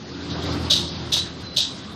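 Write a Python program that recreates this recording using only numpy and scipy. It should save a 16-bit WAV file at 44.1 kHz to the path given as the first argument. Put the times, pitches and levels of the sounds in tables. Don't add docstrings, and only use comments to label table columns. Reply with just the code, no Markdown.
import sys
import numpy as np
from scipy import signal
from scipy.io import wavfile
from scipy.ndimage import uniform_filter1d, minimum_filter1d

SR = 44100
rng = np.random.default_rng(int(sys.argv[2]) if len(sys.argv) > 2 else 0)


def generate_wav(signal):
    frames = np.transpose(np.atleast_2d(signal))
    scaled = np.clip(frames, -1, 1) * 32767
    pcm = np.round(scaled).astype(np.int16)
    wavfile.write(sys.argv[1], SR, pcm)


def invert_db(x):
    u = np.asarray(x, float) / 20
    return 10 ** u


N = 85995


def rms_one(x):
    return x / np.sqrt(np.mean(x ** 2) + 1e-20)


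def in_time(rows):
    s, *columns = np.transpose(rows)
    return [np.interp(np.arange(N) / SR, s, column) for column in columns]


def at_hz(points, hz):
    point_hz, value = np.array(points).T
    return np.interp(np.log(hz), np.log(point_hz), value)


def drift(rate):
    step = 40
    pole = np.exp(-2 * np.pi * rate * step / SR)
    white = rng.standard_normal(N // step + 2002)
    slow = rms_one(signal.lfilter([1], [1, -2 * pole, pole ** 2], white)[2000:])
    return np.interp(np.arange(N) / step, np.arange(len(slow)), slow)


def tone(hz):
    return np.sin(2 * np.pi * np.cumsum(hz) / SR)


def ring(clicks, hz, t60):
    pole, angle = invert_db(-60 / (t60 * SR)), 2 * np.pi * hz / SR
    return signal.lfilter([0, np.sin(angle)], [1, -2 * pole * np.cos(angle), pole ** 2], clicks + 1e-18)


def band_pass(edges_hz):
    return signal.butter(2, edges_hz, "band", fs=SR, output="sos")


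def bands(low_hz):
    edges = low_hz * 2 ** (np.arange(28) / 3)
    edges = edges[edges < 17000]
    return [(np.sqrt(a * b), band_pass([a, b])) for a, b in zip(edges, edges[1:])]


def hiss(spectrum, patchy_db):
    settle = 4000
    white = rng.standard_normal((2, N + settle))
    together = drift(12.0)
    total = np.zeros(N)
    for k, (hz, sos) in enumerate(bands(32)):
        flicker_db = patchy_db * (0.41 * together + drift(9.1))
        total += invert_db(at_hz(spectrum, hz) + flicker_db) * signal.sosfilt(sos, white[k % 2])[settle:]
    return rms_one(total)


# (frequency [Hz], level [dB per Hz])
STREET_COLOUR = [(30, -17.5), (180, -1.5), (650, -18), (1400, -18.5), (2500, -27), (4200, -17.5),
                 (7000, -36.5), (14000, -46.5)]


def street():
    return invert_db(-37) * hiss(STREET_COLOUR, patchy_db=2.48)


# (time [s], pitch [Hz], level [dB])
MOTOR_HUM = [
    (.35, 353.6, -45),
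    (.5, 352, -36.5),
    (.72, 351, -39.5),
    (.8, 350, -34),
    (1.1, 346.3, -44),
    (1.45, 341.7, -48),
    (1.6, 342, -61.5),
]


def far_motor():
    hz, db = in_time(MOTOR_HUM)
    return invert_db(db + 0.5 + 2 * drift(13.0)) * tone(hz + drift(9.5))


# (time [s], nearness [dB], firing rate [Hz], boom of the tones above 3 times that rate [dB])
VEHICLE_PASS = [
    (0, -28, 80.87, 9),
    (.2, -8, 84.95, 7.5),
    (.4, -2, 84.12, 1.5),
    (.55, 1.5, 84.2, 3),
    (.68, 1, 83.95, -2),
    (.9, -6, 83.02, -3),
    (1.1, -6, 81.87, -1),
    (1.4, -13.5, 81.8, 2.5),
    (1.95, -19, 82.2, -7.5),
]
# (multiple of firing rate [ratio], level [dB])
PASS_TONES = [(1, -32.5), (1.5, -38), (2, -37.5), (2.5, -43.5), (3.2, -38.5), (3.5, -37.5), (4.8, -47.5)]
# (frequency [Hz], level [dB per Hz])
ROAR_COLOUR = [(40, -58), (75, 1), (290, -3.5), (540, -12), (1250, -12), (2300, -21.5), (4170, -14.5),
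               (8000, -46.5)]


def vehicle():
    wobble_db, wobble_hz = 1, 1.07
    near_db, firing_hz, boom_db = in_time(VEHICLE_PASS)
    engine = np.zeros(N)
    for multiple, db in PASS_TONES:
        tone_db = db + 3 + boom_db * (multiple > 3) + wobble_db * drift(6.0)
        engine += invert_db(tone_db) * tone(multiple * firing_hz + wobble_hz * drift(6.9))
    roar = invert_db(-30 + 0.98 * near_db) * hiss(ROAR_COLOUR, patchy_db=2.5)
    return invert_db(near_db) * engine + roar


# (time [s], level [dB])
SLIDE_LEVEL = [
    (.27, -62.5),
    (.3, -42),
    (.5, -48),
    (.66, -42),
    (.9, -38.5),
    (1.03, -44.5),
    (1.09, -44),
    (1.2, -64),
    (1.42, -62),
    (1.6, -58),
]
# (frequency [Hz], level [dB per Hz])
RUB_COLOUR = [(2500, -27), (3500, -3), (4200, 12), (5200, -11.5), (7000, -22), (10000, -21), (14000, -32)]
KNOCK_BAND = [494, 2330]


def plates():
    knock_s, knock_db, knock_decay_s = 1.166, -30, 0.017
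    after = np.arange(N) / SR - knock_s
    puff = rng.standard_normal(N) * (after > 0) * np.exp(-abs(after) / knock_decay_s)
    knock = signal.sosfilt(band_pass(KNOCK_BAND), puff + 1e-18)
    rub = invert_db(in_time(SLIDE_LEVEL)[0]) * hiss(RUB_COLOUR, patchy_db=1.5)
    return rub + invert_db(knock_db + 9) * knock


# (time [s], pitch [Hz], level [dB])
SQUEAK_PATH = [(1.17, 3900, -70), (1.19, 3910, -24), (1.225, 3990, -31), (1.28, 3940, -55),
               (1.41, 4160, -56), (1.44, 4100, -45), (1.478, 4040, -40), (1.52, 4036, -44),
               (1.55, 4075, -41), (1.6, 3950, -50), (1.635, 3945, -28), (1.74, 3970, -45), (1.8, 3970, -70)]


def squeak():
    unsteady_hz = 14
    hz, db = in_time(SQUEAK_PATH)
    return invert_db(db + 3 + 2 * drift(40)) * tone(hz + unsteady_hz * drift(60))


# (delay [s], level [dB])
ARRIVALS = [
    (0, -14),
    (.0055, -6),
    (.008, 0),
    (.013, -5),
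    (.021, -2),
    (.039, -6),
    (.047, -5),
]


def contact_clicks(size):
    scatter_s, scatter_db = .0006, 1.0
    clicks = np.zeros(size)
    for lag, db in ARRIVALS:
        u, v = rng.standard_normal(2)
        arrival_s = abs(lag + (lag > 0) * scatter_s * u)
        clicks[int(arrival_s * SR)] += invert_db(db + scatter_db * v) * np.sign(v)
    return invert_db(-3) * (clicks / 2 + invert_db(-15) * ring(clicks, 3900, .006))


def tail_grains(t):
    grains_per_s, rise_s, tail_db = 4500, .009, -5
    shape = (2, len(t))
    grains = rng.standard_normal(shape) * (rng.random(shape) < grains_per_s / SR)
    return rms_one(grains) * invert_db(tail_db) * (1 - np.exp(-t / rise_s)) / 4


# (frequency [Hz], time to fall 60 dB [s])
ROOM_T60 = [(2000, 0.27), (4000, 0.33), (6000, 0.31), (9000, .45), (13000, 0.23)]


def room_decay(t, hz):
    return invert_db(-60 * t / at_hz(ROOM_T60, hz))


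# (frequency [Hz], level [dB per Hz])
CRACK_COLOUR = [(1500, -35), (2350, -29.5), (3100, -3), (3800, 8.5), (5000, -1.5), (7000, -13.5),
                (9500, -41), (14000, -21.5)]


def crack(t, clicks, grains, bright_db):
    total = np.zeros(len(t))
    for k, (hz, sos) in enumerate(bands(1600)):
        band = signal.sosfilt(sos, (-1) ** k * clicks + grains[k % 2])
        total += invert_db(at_hz(CRACK_COLOUR, hz) + bright_db * (hz > 5000)) * room_decay(t, hz) * band
    return 14 * total


# (frequency [Hz], level [dB], time to fall 60 dB [s])
METAL_MODES = [(3490, -7.5, 0.033), (3700, 0, 0.044), (3760, 12, 0.04), (3960, 2, 0.16), (4140, -16, 0.36),
               (4490, -0.5, 0.12), (6060, -0.5, 0.027), (8450, -38, .06), (9050, -28, .06)]


def metal_ring(excitation, ring_db):
    total = np.zeros(len(excitation))
    for hz, db, t60 in METAL_MODES:
        scatter_db = rng.standard_normal()
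        total += invert_db(db + ring_db - 7.5 + scatter_db) * ring(excitation, hz, min(t60, .3))
    return total


def thud(t):
    hz, lag_s = 594, .012
    push = ring(1. * (t == 0), hz, 0.023)
    return invert_db(-14) * np.roll(ring(push, hz, 0.067), int(lag_s * SR)) / 90


def blow(bright_db, ring_db):
    size = SR // 2
    t = np.arange(size) / SR
    clicks, grains = contact_clicks(size), tail_grains(t)
    excitation = clicks / 4 + grains[0] * room_decay(t, 4000)
    return crack(t, clicks, grains, bright_db) + metal_ring(excitation, ring_db) + thud(t)


# (time [s], strength [dB], brightness above 5 kHz [dB], ring [dB])
BLOW_TIMES = [
    (0.293, -30.5, -27, -13.5),
    (.415, -34.5, 5.5, -14),
    (.699, -7.5, 1, -14),
    (1.119, -12, 2.5, -11),
    (1.563, -11.5, 2, -16),
]


def blows():
    out = np.zeros(N + SR)
    for s, db, bright_db, ring_db in BLOW_TIMES:
        start = int(s * SR)
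        out[start:start + SR // 2] += invert_db(db) * blow(bright_db, ring_db)
    return out[:N]


def scene():
    return (street() + far_motor() + vehicle() + plates() + squeak() + blows())[None]


def limit(x):
    threshold_db, ratio, release_db_per_s, look_ahead_s = -16.5, 0.43, 60, .017
    level_db = 10 * np.log10(uniform_filter1d(x ** 2, size=220) + 1e-12)
    wanted_db = ratio * np.maximum(level_db - threshold_db, 0)
    cut_db = -minimum_filter1d(-wanted_db, size=2 * int(look_ahead_s * SR) + 1)
    release_db = release_db_per_s * np.arange(N) / SR
    cut_db = np.maximum.accumulate(cut_db + release_db) - release_db
    return x * invert_db(-uniform_filter1d(cut_db, size=260))


TREBLE_EDGES = [6300, 7000, 7600, 8300, 9000, 10000, 11500, 14200]
# (time [s], added to the level a band needs [dB])
TREBLE_THRIFT = [(.05, 2), (.12, -1), (.21, 2), (.27, -1), (.33, 8), (.43, -1), (.5, 6), (.54, -6),
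                 (.62, -4), (.85, 5), (.98, 8), (1.08, -4), (1.24, 4), (1.42, -4), (1.5, 2), (1.59, 0),
                 (1.63, 19), (1.75, -4), (1.86, 1), (1.95, -8)]


def drop_faint_treble(x):
    keep_db, scatter_db = -82, 2.5
    hz, s, z = signal.stft(x, SR, nperseg=2048, noverlap=1024)
    scatter = scatter_db * rng.standard_normal((8, z.shape[1]))
    need_db = keep_db + np.interp(s, *np.transpose(TREBLE_THRIFT)) + scatter
    keep = True
    for k, (low, high) in enumerate(zip(TREBLE_EDGES, TREBLE_EDGES[1:])):
        band = (hz >= low) & (hz < high)
        band_db = 10 * np.log10(np.mean(abs(z[band]) ** 2, axis=0) + 1e-14)
        keep = keep & (band_db > (need_db[7] + need_db[k]) / 2 - 5 * (k > 5))
        z[band] *= keep
    z[hz >= TREBLE_EDGES[-1]] = 0
    return signal.istft(z, SR, nperseg=2048, noverlap=1024)[1][:N]


def roll_off(x):
    return signal.sosfilt(signal.butter(12, 14960, fs=SR, output="sos"), x)


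def record(dry):
    low_cut = signal.butter(2, 42, "high", fs=SR, output="sos")
    heard = signal.sosfilt(low_cut, dry)[0]
    mix = drop_faint_treble(limit(heard))[None]
    return roll_off(mix)


dry = scene()
out = record(dry)
generate_wav(out)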